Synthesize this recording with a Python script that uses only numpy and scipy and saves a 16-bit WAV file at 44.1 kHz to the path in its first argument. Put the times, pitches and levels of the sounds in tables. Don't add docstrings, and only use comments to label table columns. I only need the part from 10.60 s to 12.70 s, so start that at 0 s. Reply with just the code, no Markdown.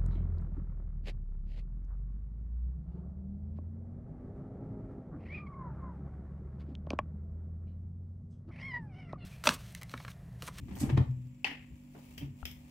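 import sys
import numpy as np
from scipy import signal
from scipy.fft import rfft, irfft
from scipy.io import wavfile

SR = 44100
rng = np.random.default_rng(int(sys.argv[2]) if len(sys.argv) > 2 else 0)


def file_out(sig):
    cols = np.atleast_2d(sig).T
    lim = np.clip(cols, -1, 1)
    pcm = np.round(lim * 32767).astype(np.int16)
    wavfile.write(sys.argv[1], SR, pcm)


N = 92610
T = np.arange(N) / SR

# [f/Hz, level/dB]
HUM_PARTIALS = [(48.5, -67), (146, -59), (195, -66), (245.5, -56.5), (544, -82)]
# [f/Hz, relative level/dB]
FLOOR_COLOUR = [(180, -5.5), (290, 8), (400, -23.5), (640, -34), (950, -25), (1600, -25.5), (2600, -17.5),
                (4100, -37), (6500, -33.5), (7500, -16.5), (8600, -55), (15500, -36)]
FLOOR_DB = -65

# [f/Hz, relative level/dB]
SHELF_COLOUR = [(900, -16.5), (1500, -18.5), (1850, -4.5), (2250, -6.5), (2650, -5.5), (3100, -12),
                (3700, -23), (8000, -41.5)]
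SHELF_DB, SHELF_ATTACK_S, SHELF_T60_S = -37, 0.013, 0.42
CHATTER_HZ, CHATTER_DB = 200, 3

# [t/s, level/dB]
RUSTLE_LEVEL = [(0.08, -69), (0.6, -76), (1.3, -70), (1.43, -63), (1.55, -65), (1.72, -76), (1.8, -65.5),
                (2.03, -68), (2.1, -63)]
# [f/Hz, relative level/dB]
RUSTLE_COLOUR = [(100, -17.5), (400, 6.5), (1000, 3.5), (1400, -6.5), (2400, 3), (3800, -6.5), (7000, -6.5),
                 (13000, -10), (15000, -4.5)]
# [t/s, level/dB, attack/s, t60/s, tilt/(dB/octave)]
CLICKS = [(0.153, -43, 0.00037, 0.043, 6), (1.577, -41, 0.0034, 0.047, -1),
          (1.605, -45.5, 0.0078, 0.15, -7), (1.853, -36, 0.0015, 0.024, -1),
          (1.911, -47, 0.0015, 0.042, 1.5)]
# [f/Hz, relative level/dB]
CLICK_COLOUR = [(300, -5), (1300, -15), (1750, -5.5), (2400, 0), (3200, 1.5), (4000, -13), (5200, -5),
                (9000, -17.5), (15000, -6.5)]

# [f/Hz, level/dB, t60/s]
TOCK_MODES = [(72, -38.5, 0.23), (800, -40.5, 0.011), (1360, -42, 0.017), (2880, -54.5, 0.0062)]
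TOCK_S, TOCK_ATTACK_S, TOCK_PAN_DB = 1.8285, 0.0011, 11

SNAP_S, SNAP_HZ, SNAP_DB, SNAP_ATTACK_S, SNAP_T60_S = 0.8444, 2620, -19.5, 0.0007, 0.024
TICK_HZ, TICK_DB, TICK_T60_S = 3130, -4, 0.011

# [t/s, level/dB]
POPS = [(0.8447, -27), (0.848, -31.5)]
# [f/Hz, relative level/dB]
POP_COLOUR = [(170, -40), (265, -13), (480, -5), (630, -20), (780, 7), (1330, -19), (1900, -1.5), (2750, 7),
              (3870, -17.5), (4900, -6), (6200, -18.5), (15000, -35.5)]
# [f/Hz, relative level/dB, t60/s]
POP_MODES = [(760, -14, 0.17), (1935, -8, 0.34), (2132, -17, 0.15), (2610, -27, 0.55), (2842, -13, 0.26),
             (4820, -30, 0.06)]
POP_ATTACK_S, POP_T60_S = 0.00069, 0.022
POP_RING_ATTACK_S, POP_RING_DB = 0.00097, -5

# [t/s, level/dB]
RUMBLE_LEVEL = [(0, -44.5), (0.19, -42.5), (0.25, -39.5), (0.41, -37), (0.52, -45), (0.8, -65.5),
                (1.07, -56.5), (1.14, -52), (1.22, -64), (1.59, -55.5), (1.65, -42.5), (1.77, -56),
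                (2.1, -58.5)]
# [f/Hz, relative level/dB]
RUMBLE_COLOUR = [(25, -24), (42, -21.5), (65, 7.5), (95, 6), (140, -0.5), (300, -13.5), (480, -30.5),
                 (6000, -110)]
RUMBLE_JOLT_HZ, RUMBLE_JOLT_DB = 35, 3

# [t/s, level/dB, f/Hz, attack/s, hold/s, t60/s]
THUMPS = [(0.110, -38.5, 192, 0.003, 0.0097, 0.19), (0.2115, -34, 287.7, 0.0024, 0.0067, 0.24),
          (0.231, -23, 238, 0.0073, 0.0015, 0.033), (0.230, -30.5, 132.5, 0.0031, 0.022, 0.12),
          (0.256, -42.5, 320.4, 0.012, 0.073, 0.1), (0.322, -21, 131.3, 0.007, 0.03, 0.086),
          (0.375, -27.5, 240.3, 0.0014, 0.0048, 0.18), (0.377, -21.5, 129, 0.0022, 0.043, 0.085),
          (0.3735, -23, 90.9, 0.02, 0.023, 0.1), (0.471, -25.5, 126.6, 0.031, 0.0056, 0.26),
          (0.566, -42.5, 126.2, 0.0056, 0.11, 0.4), (0.855, -45.5, 277.5, 0.058, 0.011, 0.07),
          (1.611, -38.5, 284.4, 0.011, 0.0016, 0.14), (1.625, -35.5, 137.6, 0.0036, 0.0083, 0.34),
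          (1.626, -47, 85, 0.0099, 0.043, 0.17)]
# [t/s, level/dB, t60/s, tilt/(dB/octave)]
BUMPS = [(0.233, -41, 0.45, -2.5), (0.378, -31.5, 0.19, -3.5), (1.348, -50, 0.26, 1.5),
         (1.613, -55, 0.38, -7)]
# [f/Hz, relative level/dB]
BUMP_COLOUR = [(60, -15), (200, 4.5), (380, -0.5), (620, -4.5), (950, -11), (2600, -26), (8000, -55)]
BUMP_ATTACK_S = 0.0038

# [t/s, level/dB, attack/s, hold/s, t60/s]
CRACKLES = [(0.081, -52.5, 0.0015, 0.0094, 0.09), (0.106, -50.5, 0.0046, 0.0089, 0.24),
            (0.163, -50.5, 0.0011, 0.012, 0.06), (0.207, -43.5, 0.013, 0.009, 0.27),
            (0.293, -36.5, 0.00058, 0.012, 0.035), (0.365, -42, 0.0037, 0.0081, 0.039),
            (0.372, -35.5, 0.0048, 0.0026, 0.034)]
# [f/Hz, relative level/dB]
CRACKLE_COLOUR = [(150, 3), (330, 9), (470, -6.5), (620, -7.5), (780, 0), (1400, -12.5), (2150, -7.5),
                  (3500, -19.5), (5800, -26.5), (15000, -45.5)]
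# [t/s, level/dB]
PEEL_LEVEL = [(0.05, -91), (0.13, -69.5), (0.192, -56), (0.205, -41), (0.213, -47), (0.228, -46.5),
              (0.25, -84.5), (0.275, -68), (0.34, -97)]
# [f/Hz, relative level/dB]
PEEL_COLOUR = [(800, -3), (2200, -4), (3800, -4), (5500, 2), (8400, 4.5), (10000, -4.5), (12000, 0.5),
               (15000, -13.5)]
GRAIN_HZ, GRAIN_DB = 600, 4.2

ROOM_T60_S, ROOM_TREBLE_T60_S, ROOM_SPLIT_HZ = 0.32, 0.28, 3500
ROOM_DB, ROOM_ONSET_S = -2.5, 0.0027
WIDE_HZ, LIKENESS = 450, 0.25

# [f/Hz, left-right level/dB]
PORT_BALANCE = [(120, 2.5), (380, -4.5), (750, 2.5), (1400, 0), (2900, 4.5), (13000, 0)]
PORT_LAG_S = 0.00033
TOP_HZ = 15600


def amp(db):
    return 10 ** (np.asarray(db) / 20)


def pan(db):
    return amp(np.array([[db], [-db]]) / 2)


def curve(rows):
    return amp(np.interp(T, *np.array(rows).T))


def envelope(start_s, attack_s, hold_s, t60_s):
    age_s = T - start_s
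    rise = np.clip(age_s / max(attack_s, 1 / SR), 0, 1)
    fall_s = np.maximum(age_s - attack_s - hold_s, 0)
    return rise * np.exp(-np.log(1000) * fall_s / t60_s)


def ring(start_s, hz, attack_s, hold_s, t60_s):
    return envelope(start_s, attack_s, hold_s, t60_s) * np.sin(2 * np.pi * hz * (T - start_s))


def spectrum_gain(points):
    hz, db = np.array(points).T
    bins_hz = np.maximum(np.fft.rfftfreq(N, 1 / SR), 1)
    return amp(np.interp(np.log(bins_hz), np.log(hz), db))


def noise(colour, tilt_db=0):
    gain = spectrum_gain([(hz, db + tilt_db * np.log2(hz)) for hz, db in colour])
    bins_hz = np.fft.rfftfreq(N, 1 / SR)
    alike = LIKENESS + (1 - LIKENESS) / (1 + (bins_hz / WIDE_HZ) ** 2)
    alike = np.clip(alike, 0, 1)
    white = rfft(rng.standard_normal((2, N)))
    mid, side = white * gain * np.sqrt([1 + alike, 1 - alike])
    y = irfft([mid + side, mid - side], N)
    return y / y.std()


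def grains(rate_hz, spread_db):
    jitter = np.interp(T, np.arange(N) / rate_hz, rng.standard_normal(N))
    gain = amp(spread_db * jitter)
    return gain / np.sqrt(np.mean(gain ** 2))


def background():
    hum = 0
    for hz, db in HUM_PARTIALS:
        hum = hum + amp(db) * np.sqrt(2) * np.sin(2 * np.pi * (hz * T + rng.random()))
    return hum + amp(FLOOR_DB) * noise(FLOOR_COLOUR)


def shelves():
    decay = envelope(POPS[0][0], SHELF_ATTACK_S, 0, SHELF_T60_S)
    return amp(SHELF_DB) * grains(CHATTER_HZ, CHATTER_DB) * noise(SHELF_COLOUR) * decay


def rack():
    clicks = 0
    for start_s, db, attack_s, t60_s, tilt_db in CLICKS:
        burst = envelope(start_s, attack_s, 0, t60_s)
        clicks = clicks + amp(db) * burst * noise(CLICK_COLOUR, tilt_db)
    rustle = curve(RUSTLE_LEVEL) * noise(RUSTLE_COLOUR)
    return grains(GRAIN_HZ, GRAIN_DB) * (clicks + rustle)


def tock():
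    modes = sum(amp(db) * ring(TOCK_S, hz, TOCK_ATTACK_S, 0, t60_s) for hz, db, t60_s in TOCK_MODES)
    return pan(TOCK_PAN_DB) * modes


def snaps():
    snap = amp(SNAP_DB) * ring(SNAP_S, SNAP_HZ, SNAP_ATTACK_S, 0, SNAP_T60_S)
    ticks = 0
    for start_s, db, attack_s, _, _ in CLICKS:
        ticks = ticks + amp(db + TICK_DB) * ring(start_s, TICK_HZ, attack_s, 0, TICK_T60_S)
    return np.array([snap + ticks, snap + ticks])


def pop():
    bursts, modes = 0, 0
    for start_s, db in POPS:
        bursts = bursts + amp(db) * envelope(start_s, POP_ATTACK_S, 0, POP_T60_S)
        for hz, mode_db, t60_s in POP_MODES:
            modes = modes + amp(db + mode_db) * ring(start_s, hz, POP_RING_ATTACK_S, 0, t60_s)
    return bursts * noise(POP_COLOUR) + amp(POP_RING_DB) * modes


def rumble():
    jolts = grains(RUMBLE_JOLT_HZ, RUMBLE_JOLT_DB)
    return curve(RUMBLE_LEVEL) * jolts * noise(RUMBLE_COLOUR)


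def cabinet():
    booms = 0
    for start_s, db, hz, attack_s, hold_s, t60_s in THUMPS:
        booms = booms + amp(db) * ring(start_s, hz, attack_s, hold_s, t60_s)
    thuds = 0
    for start_s, db, t60_s, tilt_db in BUMPS:
        burst = envelope(start_s, BUMP_ATTACK_S, 0, t60_s)
        thuds = thuds + amp(db) * burst * noise(BUMP_COLOUR, tilt_db)
    return booms + thuds


def seal():
    bursts = 0
    for start_s, db, attack_s, hold_s, t60_s in CRACKLES:
        bursts = bursts + amp(db) * envelope(start_s, attack_s, hold_s, t60_s)
    crackles = bursts * noise(CRACKLE_COLOUR)
    hiss = curve(PEEL_LEVEL) * noise(PEEL_COLOUR)
    return grains(GRAIN_HZ, GRAIN_DB) * (crackles + hiss)


def from_left(x):
    return np.array([x[0], np.roll(x[1], round(PORT_LAG_S * SR))])


def room(x):
    white = rng.standard_normal((2, N))
    lowpass = signal.butter(2, ROOM_SPLIT_HZ, fs=SR, output="sos")
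    low = signal.sosfilt(lowpass, white)
    tail = low * envelope(0, ROOM_ONSET_S, 0, ROOM_T60_S)
    tail += (white - low) * envelope(0, ROOM_ONSET_S, 0, ROOM_TREBLE_T60_S)
    tail /= np.sqrt(np.sum(tail ** 2, axis=1, keepdims=True))
    return x + amp(ROOM_DB) * signal.fftconvolve(x, tail, axes=1)[:, :N]


def ports(x):
    lean = np.sqrt(spectrum_gain(PORT_BALANCE))
    return irfft(rfft(x) * np.array([lean, 1 / lean]), N)


def scene():
    reverberant = room(seal() + from_left(pop() + rack()))
    direct = cabinet() + rumble() + from_left(snaps())
    return ports(background() + shelves() + direct + reverberant) + tock()


def record(dry):
    lowpass = signal.ellip(10, 0.2, 80, TOP_HZ, fs=SR, output="sos")
    return signal.sosfilt(lowpass, dry)


dry = scene()
out = record(dry)
file_out(out)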